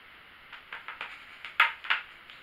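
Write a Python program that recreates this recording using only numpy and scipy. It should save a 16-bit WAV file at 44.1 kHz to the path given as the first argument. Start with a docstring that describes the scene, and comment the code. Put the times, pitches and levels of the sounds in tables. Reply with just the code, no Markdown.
"""A long curved knife is fed into its stiff scabbard in a small, lively room.
The tip taps the mouth a few times, the blade rubs along the lining in tiny slips, then knocks home
in two loud clacks that ring the sheath. A last tick and a short scrape follow as it is lifted.
A steady hiss lies underneath; the microphone favours 1-3 kHz and has two dips in the treble."""
import sys
import numpy as np
from scipy import signal
from scipy.fft import rfft, irfft, next_fast_len
from scipy.io import wavfile
from scipy.ndimage import uniform_filter1d, minimum_filter1d

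SR = 44100
rng = np.random.default_rng(int(sys.argv[2]) if len(sys.argv) > 2 else 0)


def digitize_waveform(pressure):
    """Quantize a signal to 16-bit integers and store it at the path in sys.argv[1].

    Rows of a 2-D input are taken as channels; values are limited to [-1, 1].
    """
    field = np.atleast_2d(pressure).T
    bounded = np.clip(field, -1, 1)
    quanta = np.round(bounded * 32767).astype(np.int16)
    wavfile.write(sys.argv[1], SR, quanta)


N = 106986

# The EQ all knocks share. Each row: frequency in Hz, gain in dB.
KNOCK_EQ = [(60, -55), (170, -27), (330, -26.5), (500, -16.5), (760, -15), (920, -4.5), (1080, -6.5),
            (1400, 1), (1850, -1), (2250, -0.5), (2850, -3), (3400, -9), (4000, -21), (4800, -26.5),
            (5500, -32.5), (7200, -36.5), (9000, -44.5), (13000, -64), (15500, -77)]
# The blade hitting the scabbard. Each row: start in seconds, level in dB before the limiter, crunch
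# length in seconds, then thud, body, edge and sparkle EQ in dB, then sheath ring trim, room send and
# steel snap in dB, and last the hollow note of the struck spot in Hz.
BLADE_HITS = [ (0.5256, -45.5, 0.0049, -6, 2, -8, -1, -5.5, 4, -58, 1400),
              (0.531, -46.5, 0.0023, 4, 4, 15, 10, -11, 4, -46, 1610),
              (0.725, -38, 0.0061, 6, 2, -4.5, 1, -4.5, 0.5, -52, 1630),
              (0.7495, -46, 0.0025, 13.5, 14.5, 5, 19, -11, -0.5, -38, 1570),
              (0.8826, -37.5, 0.0032, 2, 2.5, -8, -8, -0.5, 0.5, -52, 1360),
              (1.0082, -35, 0.0032, 13, 7, 4, 12, -4.5, 2.5, -47, 2460),
              (1.446, -38.5, 0.0022, 5, 0.5, 11, 19, -4, 0.5, -39, 2180),
              (1.5969, -17.5, 0.0061, -12, 0.5, -2, 6, 4.5, 3.5, -37.5, 908),
              (1.8416, -46.5, 0.00088, -7, -12.5, 14, 15, -12, -20, -38, 3110),
              (1.8486, -39, 0.0054, -5, 1.5, 1, 7, -6, 3.5, -50, 1450),
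              (1.9023, -26, 0.0065, 1.5, 1, 2, 3.5, -11, 0.5, -50, 2790),
              (1.9113, -25.5, 0.0073, -1.5, -4.5, -3.5, -10, -9.5, -2.5, -58, 1424),
              (2.089, -54.5, 0.0022, -4, -2, 2, 5, -12, 2, -39, 3140),
              (2.2977, -47.5, 0.0026, -13, -8, 14, 5, -23, -9, -41, 3070)]


def blade_knocks():
    """Each hit is a snap of steel and a few milliseconds of hollow crunch; sheath and room ring on."""
    out, t = np.zeros(N + SR), np.arange(SR // 2) / SR
    attack_s, level_window_s = 0.0002, .03
    sheath_db, steel_room_db = -5, -3
    hollow_db, hollow_octaves = 6, 0.13
    for start_s, db, crunch_s, thud, body, edge, sparkle, ring_db, room_db, snap_db, hz in BLADE_HITS:
        envelope = (1 - np.exp(-t / attack_s)) * np.exp(-(t / crunch_s) ** 2)
        crunch = evened(rng.standard_normal(len(t)) * envelope, bins=400)
        walls = room(t)
        reverb = evened(signal.fftconvolve(crunch, walls)[:len(t)], bins=150)
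        tone = [(213.8, thud), (710, body), (1750, 0), (5400, edge), (10800, sparkle)]
        hollow = [(hz / 2 ** hollow_octaves, 0), (hz, hollow_db), (hz * 2 ** hollow_octaves, 0)]
        clack = unit(coloured(crunch + from_db(room_db) * reverb, KNOCK_EQ, tone, hollow))
        ring = from_db(sheath_db + ring_db) * sheath_ring(t, tone)
        snap = from_db(snap_db) * steel_snap(t)
        snap_reverb = from_db(steel_room_db) * signal.fftconvolve(snap, walls)[:len(t)]
        hit = unit(clack + ring) + snap + snap_reverb
        start = int(start_s * SR)
        out[start:start + len(t)] += from_db(db) * hit / np.std(hit[:int(level_window_s * SR)])
    return out[:N]


# The sheath's modes with the blade inside. Each row: pitch in Hz, level in dB before EQ, T60 in seconds.
SHEATH_MODES = [(470, -4, .15), (770, -7, .15), (926, -1.5, .23), (1255, 0, .26), (1295, -6, .27),
                (1374, -4, .25), (1632, -5, .31), (1811, -4, .23), (1885, -7, .22), (2069, -5, .33),
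                (2093, -3, .28), (2212, -4.5, .27), (2464, -10, .29), (2524, -8, .24), (2623, -4, .31),
                (3420, -2, .25)]


def sheath_ring(t, tone):
    """The stiff sheath rings on in the midrange, coloured like the knock that set it off."""
    return unit(coloured(struck(SHEATH_MODES, t), KNOCK_EQ, tone))


# The blade's modes. Each row: pitch in Hz, relative level in dB, T60 in seconds.
STEEL_MODES = [(7150, -1, .008), (9000, -5, .004), (11100, -1, .007), (12650, -10, .012), (13200, -6, .012),
               (14700, -11, .005)]


def steel_snap(t):
    """The struck steel rings so high and so briefly that it lands as a bright snap."""
    return struck(STEEL_MODES, t)


# Fader ride for the pressure of the sliding blade. Each row: time in seconds, level in dB.
RUB_FADER = [(.5, -69), (.6, -65), (.85, -59.5), (1.0, -59), (1.08, -57), (1.12, -47), (1.175, -52),
             (1.225, -46.5), (1.28, -54), (1.41, -53.5), (1.55, -57), (1.8, -55), (2.04, -58.5),
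             (2.12, -55), (2.26, -62.5), (2.33, -50.5), (2.42, -58.5)]
# The colour of steel on the lining. Each row: frequency in Hz, gain in dB.
RUB_EQ = [(150, -19.5), (700, -18), (1100, -9.5), (1310, -1), (1600, -3.5), (2150, 1.5), (2900, -3),
          (3700, -14), (4700, -15.5), (5500, -25.5), (7200, -20), (10000, -30.5), (15000, -48)]


def blade_rub():
    """The sliding steel catches on the lining in countless tiny slips that come in small swells."""
    t = np.arange(N) / SR
    slips_per_s, spread_db = 3000, 5.5
    swell_points_per_s, swell_db, room_db = 42, 2.5, 3.5
    swell = np.interp(t * swell_points_per_s, np.arange(N), rng.standard_normal(N))
    slip_db = spread_db * np.minimum(rng.exponential(1, N), 3) + swell_db * swell
    slips = from_db(slip_db) * rng.choice([-1, 1], N)
    slipping = rng.random(N) < slips_per_s / SR
    rub = coloured(slips * slipping, RUB_EQ)
    rub = rub + from_db(room_db) * signal.fftconvolve(rub, room(t[:SR // 2]))[:N]
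    fader = from_db(np.interp(t, *np.transpose(RUB_FADER)))
    return fader * rub / np.std(rub)


# The scrape as the sheath is lifted. Each row: time in seconds, level in dB, resonance in Hz.
SCRAPE_PATH = [(2.3, -67, 3000), (2.315, -51.5, 3160), (2.335, -57.5, 3540), (2.361, -62, 3845),
               (2.385, -61, 3670), (2.425, -75, 3580)]


def lift_scrape():
    """A brief rasp whose narrow resonance, with a faint octave above, rises as it speeds up."""
    t = np.arange(N) / SR
    times, db, hz = np.transpose(SCRAPE_PATH)
    width_hz, octave_db = 690, -19
    grain = lowpassed(rng.standard_normal((3, N)), width_hz / 2, order=2)
    phase = 2 * np.pi * np.cumsum(np.interp(t, times, hz)) / SR
    octave = from_db(octave_db) * grain[2] * np.cos(2 * phase)
    rasp = grain[0] * np.cos(phase) + grain[1] * np.sin(phase) + octave
    return np.interp(t, times, from_db(db), left=0) * rasp / np.std(rasp)


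# Early reflections off desk and walls. Each row: delay in seconds, level in dB before the treble cut.
REFLECTIONS = [(.0105, -11), (.017, -9.5), (.025, -16), (.035, -17.5), (.051, -13.5)]


def room(t):
    """The room's impulse response: a few dull reflections in a dense tail whose treble dies sooner."""
    low_t60_s, treble_t60_s, onset_s = 0.3, 0.22, 0.0055
    noise = rng.standard_normal(len(t))
    low = lowpassed(noise, hz=10300, order=1)
    tail = low * from_db(-60 * t / low_t60_s) + (noise - low) * from_db(-60 * t / treble_t60_s)
    fade_in = 1 - np.exp(-(t / onset_s) ** 2)
    early = np.zeros(len(t))
    for delay_s, db in REFLECTIONS:
        early[int(delay_s * SR)] += from_db(db)
    return lowpassed(early, hz=3500, order=2) + unit(tail * fade_in)


# The colour of the noise floor. Each row: frequency in Hz, gain in dB.
HISS_EQ = [(25, -1.5), (45, -12.5), (62, -3.5), (100, -8.5), (250, -9), (500, -10), (800, -8.5),
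           (1120, -6.5), (1320, 1), (1480, -0.5), (1750, -2.5), (1950, 0.5), (2110, 2), (2400, -6),
           (2950, -2), (3600, -13), (4500, -20), (5300, -26), (7200, -39), (9000, -37), (11000, -29.5),
           (13000, -32.5), (15500, -35)]


def hiss(level_db=-52.5):
    """An even bed of noise from the room and the microphone."""
    bed = coloured(rng.standard_normal(N + SR // 2), HISS_EQ)[-N:]
    return from_db(level_db) * bed / np.std(bed)


def struck(modes, t):
    """A body's modes as decaying sines, struck a little differently every time."""
    hz, db, t60 = np.array(modes).T[:, :, None]
    strength = from_db(db + rng.normal(0, 0.24, hz.shape)) * rng.choice([-1, 1], hz.shape)
    return unit(np.sum(strength * np.sin(2 * np.pi * hz * t) * from_db(-60 * t / t60), axis=0))


def coloured(x, *curves):
    """Minimum-phase EQ that follows the sum of some (Hz, dB) curves."""
    size = 2 * next_fast_len(len(x) // 2 + 2048)
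    log_hz = np.log(np.arange(size // 2 + 1) * SR / size + 1)
    db = sum(np.interp(log_hz, np.log(hz), gain) for hz, gain in map(np.transpose, curves))
    cepstrum = irfft(np.log(from_db(db)))
    cepstrum[1:size // 2] *= 2   # folded forward, so nothing rings ahead of an attack
    cepstrum[size // 2 + 1:] = 0
    return irfft(rfft(x, size) * np.exp(rfft(cepstrum)))[:len(x)]


def evened(x, bins):
    """Level out the chance colour of a burst over so many frequency bins; energy 1."""
    spectrum = rfft(x, 2 * len(x))
    power = np.maximum(uniform_filter1d(np.abs(spectrum) ** 2, bins), 1e-12)
    return unit(irfft(spectrum / np.sqrt(power))[:len(x)])


def lowpassed(x, hz, order):
    """Roll off the highs."""
    return signal.sosfilt(signal.butter(order, hz, fs=SR, output="sos"), x)


def from_db(db):
    """Decibels to gain."""
    return 10 ** (np.asarray(db) / 20)


def unit(x):
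    """Scale to energy 1."""
    return x / np.sqrt(np.sum(x ** 2) + 1e-20)


def scene():
    """Knocks, rubbing and a last scrape over the hiss, in mono."""
    return (blade_knocks() + blade_rub() + lift_scrape() + hiss())[None]


# The microphone's treble dips. Each row: centre in Hz, width in Hz.
MIC_NOTCHES = [(6000, 2560), (8000, 1350)]


def record(dry):
    """A quick limiter holds the loudest peaks, two notches scoop the treble, then the top is cut."""
    ceiling, hold_s, notch_mix, cutoff_hz = .42, .003, .93, 15700
    hold = int(hold_s * SR)
    gain = minimum_filter1d(ceiling / np.maximum(np.abs(dry), ceiling), hold)
    mix = dry * uniform_filter1d(gain, hold)
    for hz, width_hz in MIC_NOTCHES:
        notched = signal.lfilter(*signal.iirnotch(hz, hz / width_hz, fs=SR), mix)
        mix = (1 - notch_mix) * mix + notch_mix * notched
    return signal.sosfilt(signal.ellip(10, .1, 70, cutoff_hz, fs=SR, output="sos"), mix)


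dry = scene()
out = record(dry)
digitize_waveform(out)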